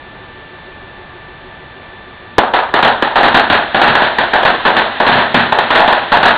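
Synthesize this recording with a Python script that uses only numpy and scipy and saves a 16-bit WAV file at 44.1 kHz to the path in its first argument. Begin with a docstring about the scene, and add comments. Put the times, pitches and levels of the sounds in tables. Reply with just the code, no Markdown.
"""Firecrackers in a yard at night

A ring of firecrackers goes off a few metres from a small camcorder.
At first only its hiss, motor whine and throbbing hum; then bang after bang, each a shock front with a rough
noise burst. Shaped noise makes the echoes from nearby walls and the roll over the neighbourhood; a few
strong early echoes are played like bangs. The loud ones overload the narrow-band microphone."""
import sys
import numpy as np
from scipy import signal
from scipy.fft import rfft, irfft
from scipy.io import wavfile

SR = 44100
rng = np.random.default_rng(int(sys.argv[2]) if len(sys.argv) > 2 else 0)


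def inscribe(sig):
    """Save sig as 16-bit PCM at rate SR to the path in sys.argv[1].

    A 1-D sig is mono; a 2-D sig holds one channel per row.
    Samples are clipped to [-1, 1] before scaling.
    """
    pcm = np.round(np.clip(np.atleast_2d(sig).T, -1, 1) * 32767)
    wavfile.write(sys.argv[1], SR, pcm.astype(np.int16))


N = 280917
T = np.arange(N) / SR  # time in seconds


def undb(db):
    """Turn decibels into a gain."""
    return 10 ** (np.asarray(db) / 20)


def unit(x):
    """Scale a sound to unit energy."""
    return x / np.sqrt(np.sum(x ** 2))


def tone(points, bass_db=0, treble_db=0):
    """Make a unit-energy filter that starts at once, from a loudness outline plus bass and treble shelves."""
    size = 2048
    f = np.maximum(np.arange(size // 2 + 1) * SR / size, 1)
    hz, outline_db = np.transpose(points)
    db = np.interp(np.log(f), np.log(hz), outline_db)
    db = db + bass_db / (1 + (f / 330) ** 4)
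    db = db + treble_db / (1 + (1300 / f) ** 4)
    # above the last point the sound falls by a further 24 dB per octave
    db = db - 24 * np.maximum(np.log2(f / hz[-1]), 0)
    # keeping half of the cepstrum gives minimum phase: no sound before the start
    cepstrum = irfft(np.log(undb(db)))
    cepstrum[size // 2:] = 0
    response = irfft(np.exp(2 * rfft(cepstrum)))
    return unit(response[:size // 2])


def lowpass(x, hz):
    """Remove the treble steeply, without delay."""
    return np.convolve(x, signal.firwin(101, hz, fs=SR), "same")


def highpass(x, hz):
    """Remove the bass with a second-order filter."""
    return signal.sosfilt(signal.butter(2, hz, "high", fs=SR, output="sos"), x)


def fade(t, t60):
    """Die away exponentially, 60 dB down after t60 seconds."""
    return np.exp(-np.log(1000) * t / t60)


def add(track, s, sound):
    """Mix a sound into a track at s seconds."""
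    i = int(s * SR)
    track[i:i + len(sound)] += sound[:max(N - i, 0)]


def walk(rate):
    """Drift at random with a spread near 1, in straight lines between 'rate' new values a second."""
    knots = rng.standard_normal(256)
    return np.interp(T * rate, np.arange(len(knots)), knots)


# Colour of the steady hiss. Each row: frequency in Hz, relative level in dB per Hz.
HISS_COLOUR = [(30, 0), (130, -0.5), (210, -4), (500, -4.5), (880, -3.5), (1060, -7), (1200, -6),
               (1400, -9.5), (1650, -4.5), (1950, -8.5), (2150, -11.5), (3500, -13.5), (4300, -22)]


def camera_hiss(level_db=-35.5):
    """Random noise through a filter gives a hiss whose level drifts very slightly."""
    noise = rng.standard_normal(N)
    level = undb(level_db + 0.12 * walk(4.4))
    return level * signal.fftconvolve(noise, tone(HISS_COLOUR))[:N]


# Tones of the camera's motor. Each row: frequency in Hz, average level in dB.
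MOTOR_TONES = [(883, -53.5), (1174.1, -48), (1762.3, -42), (2348.2, -55), (2712.6, -59), (3524.5, -54),
               (4475.6, -63.5)]


def motor_whine():
    """Sine tones share one slightly uneven clock, so their pitches flutter together."""
    clock = np.cumsum(1 + .0003 * walk(8)) / SR
    whine = np.zeros(N)
    for hz, db in MOTOR_TONES:
        level = np.sqrt(2) * undb(db + walk(11))
        whine += level * np.sin(2 * np.pi * hz * clock)
    return whine


def drive_hum(level_db=-39.5, top_hz=374, sag_hz=40, wander_hz=8, turn_s=.155, first_swell_s=.072):
    """A soft hum swells and lifts in pitch once per turn of the camera's drive."""
    swell = np.cos(np.pi * (T - first_swell_s) / turn_s) ** 6
    hz = top_hz - sag_hz * (1 - swell) + wander_hz * walk(6)
    hum = np.sin(2 * np.pi * np.cumsum(hz) / SR)
    return undb(level_db) * swell * np.sqrt(2) * hum


def camera():
    """The camera's own noise is hiss, motor whine and drive hum together."""
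    return camera_hiss() + motor_whine() + drive_hum()


# Colour of the far roll. Each row: frequency in Hz, relative level in dB.
FAR_COLOUR = [(30, -43.5), (120, -14.5), (350, -5), (520, -7.5), (720, 4), (1200, -4.5), (1800, 3.5),
              (2200, -6.5), (3600, -3), (4600, -15.5)]


def far_roll(t60_s=16, patchy_db=0.5, rise_s=0.3, release_s=.4):
    """The neighbourhood's answer builds up, lingers in uneven clumps and is gone after three seconds."""
    t = T[:3 * SR]
    clumps = undb(patchy_db * walk(35)[:len(t)])
    envelope = fade(t, t60_s) * (1 - np.exp(-t / rise_s)) * clumps
    envelope = envelope * np.minimum((t[-1] - t) / release_s, 1)
    noise = unit(rng.standard_normal(len(t)) * envelope)
    return signal.fftconvolve(noise, tone(FAR_COLOUR))


# Echoes from nearby walls. Each row: delay in seconds, level in dB beside the start of the
# yard's smooth decay, smear time in seconds.
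WALL_ECHOES = [(.001, -17.5, 0.0087), (0.0135, -3.5, .004), (0.022, -2.5, 0.014), (0.051, -4.5, 0.0083),
               (0.077, -5.5, 0.0013), (0.114, -15.5, 0.0079)]


def yard_envelope(t60_s=0.56, patchy_db=2):
    """Sound returns in a burst from each wall, over a clumpy decay of scattered sound."""
    t = T[:SR // 2]
    clumps = undb(patchy_db * walk(229.4)[:len(t)])
    power = (fade(t, t60_s) * clumps) ** 2
    for delay, db, smear in WALL_ECHOES:
        burst = undb(db) * np.exp(-np.abs(t - delay) / smear)
        power = power + (t >= delay) * burst ** 2
    return unit(np.sqrt(power))


# Colour of the ring between the walls. Each row: frequency in Hz, relative level in dB.
YARD_COLOUR = [(30, -27), (100, -15), (210, -10.5), (235, -4), (265, -9.5), (540, -7), (660, -2),
               (930, -1.5), (1180, -7), (1750, -3.5), (2150, -13.5), (2600, -12.5), (3600, -13.5),
               (4600, -22.5)]


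def yard_echo(scatter, envelope, bass_db, treble_db, air_t60_s=1.84, air_hz=1760):
    """Noise makes the echoes; air and soft ground take the treble out of the later ones."""
    dull = lowpass(scatter, air_hz)
    treble_left = fade(T[:len(envelope)], air_t60_s)
    echoes = envelope * (dull + treble_left * (scatter - dull))
    return signal.fftconvolve(echoes, tone(YARD_COLOUR, bass_db, treble_db))


def shock(front=0.44, rise_s=0.00049, t60_s=0.034):
    """A sharp pressure front comes first, then a short burst of rough, tearing gas."""
    t = T[:2048]
    envelope = fade(t, t60_s) * (1 - np.exp(-t / rise_s))
    burst = unit(rng.standard_normal(len(t)) * envelope)
    burst[0] -= front
    return burst


# Colour of the direct blast. Each row: frequency in Hz, relative level in dB.
BLAST_COLOUR = [(30, -38.5), (100, -5.5), (230, 7), (400, 3.5), (750, 5), (1000, 8), (1300, -4), (1750, 6),
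                (2150, -9), (3600, -4), (4600, -22.5)]


def direct_blast(bass_db, treble_db):
    """The shock reaches the microphone without the yard's ring, coloured by its weight and brightness."""
    return signal.fftconvolve(shock(), tone(BLAST_COLOUR, bass_db, treble_db))


def brightness(gap_s, bass_db, lone_db=-4.5, close_db=2.5, pause_s=0.22, steepness=6):
    """Treble in dB: a sound after a pause is dull, one close behind another is bright."""
    treble_db = lone_db + (close_db - lone_db) / (1 + (gap_s / pause_s) ** steepness)
    # a heavy bang spreads upward too; a light one keeps to the mids
    return treble_db + 0.47 * bass_db


# The bangs and a few strong early echoes, in order. Each row: start in seconds, blast in dB,
# level sent round the yard and the neighbourhood in dB, bass in dB.
# The three overall levels in crackers() are added to these.
BANGS_AND_EARLY_ECHOES = [ (2.3822, 17.5, -3, -7), (2.537, 2, -1.5, -13.5), (2.7394, 3.5, -1.5, -6),
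                          (2.8269, -2, -1.5, 2.5), (2.849, 1, -3.5, -22), (3.024, 4, -6, -6.5),
                          (3.157, -11, 0, -9.5), (3.231, -12, 0, -0.5), (3.3442, 0, 2, -2),
                          (3.5, -0.5, -2.5, 3.5), (3.525, -25, -3, -9), (3.7455, 0.5, -2.5, -4),
                          (3.8157, -0.5, 0, -6.5), (3.877, -8, -3.5, 6), (3.9522, 0.5, -2.5, -8.5),
                          (4.02, -1, -4, -2), (4.185, -1, -4, -4), (4.334, -1.5, -1.5, -11.5),
                          (4.432, 0.5, -18, -6), (4.451, -1, 0, -4.5), (4.6513, -1, 0, -4),
                          (4.766, -2.5, -2, -2), (5.0013, 2, -3, -10), (5.0652, -9, -0.5, 1),
                          (5.126, -11, -5, 13), (5.1710, -16, -3, -4), (5.3440, 3, -0.5, 8),
                          (5.402, -9, -9, 7), (5.523, 4, -5.5, -20), (5.5867, 2.5, -6, -0.5),
                          (5.7047, -3, -3, -1), (5.7521, -15, 0.5, -2.5), (5.794, -18, -1, -29),
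                          (5.8775, 0, -2.5, -8.5), (5.9268, 2, -7, -5.5), (6.1193, -13, 1, -4.5),
                          (6.23, -1, -1.5, -1.5), (6.256, -3, -0.5, -5)]


def crackers(blast_level_db=17.5, yard_level_db=29, far_level_db=15, kinship=0.69):
    """Each bang or strong early echo sounds as a blast, then scattered by the yard, then from far-off houses."""
    out, shots = np.zeros(N), np.zeros(N)
    envelope = yard_envelope()
    scatter = rng.standard_normal(len(envelope))
    gaps = np.diff([row[0] for row in BANGS_AND_EARLY_ECHOES], prepend=0)
    for (s, blast_db, yard_db, bass_db), gap_s in zip(BANGS_AND_EARLY_ECHOES, gaps):
        treble_db = brightness(gap_s, bass_db)
        # neighbours lie close together, so their echoes are alike;
        # the fire creeps round the ring, so the pattern changes a little with each row
        fresh = rng.standard_normal(len(envelope))
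        scatter = kinship * scatter + np.sqrt(1 - kinship ** 2) * fresh
        blast = direct_blast(bass_db, treble_db)
        echo = yard_echo(scatter, envelope, bass_db, treble_db)
        add(out, s, undb(blast_level_db + blast_db) * blast)
        add(out, s, undb(yard_level_db + yard_db) * echo)
        # one single click per row sets off the far roll
        add(shots, s, undb([yard_db]))
    return out + undb(far_level_db) * signal.fftconvolve(shots, far_roll())[:N]


def scene():
    """The bangs sound over the camera's own noise."""
    return (camera() + crackers())[None]


def record(dry, ceiling=0.93, give=0.086, lean=-0.085, knee=14, low_hz=24, mic_top_hz=4670, top_hz=15600,
           fizz_db=-11, fizz_hz=12000, fizz_drive=1.44):
    """The preamplifier saturates lopsidedly, the band is cut above the mids, and overshooting peaks are clipped."""
    x = lowpass(highpass(dry[0], low_hz), mic_top_hz)
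    # 'lean' makes the two sides bend differently; 'give' lets some of the wave through unbent
    driven = ceiling * (np.tanh(x / ceiling + lean) - np.tanh(lean)) + give * x
    # the sharp corners of the overloaded wave get through as a faint treble fizz
    fizz = undb(fizz_db) * highpass(np.tanh(fizz_drive * x), fizz_hz)
    x = lowpass(driven, mic_top_hz) + fizz
    x = x / (1 + np.abs(x) ** knee) ** (1 / knee)
    return signal.sosfilt(signal.ellip(8, .2, 70, top_hz, fs=SR, output="sos"), x)[None]


dry = scene()
out = record(dry)
inscribe(out)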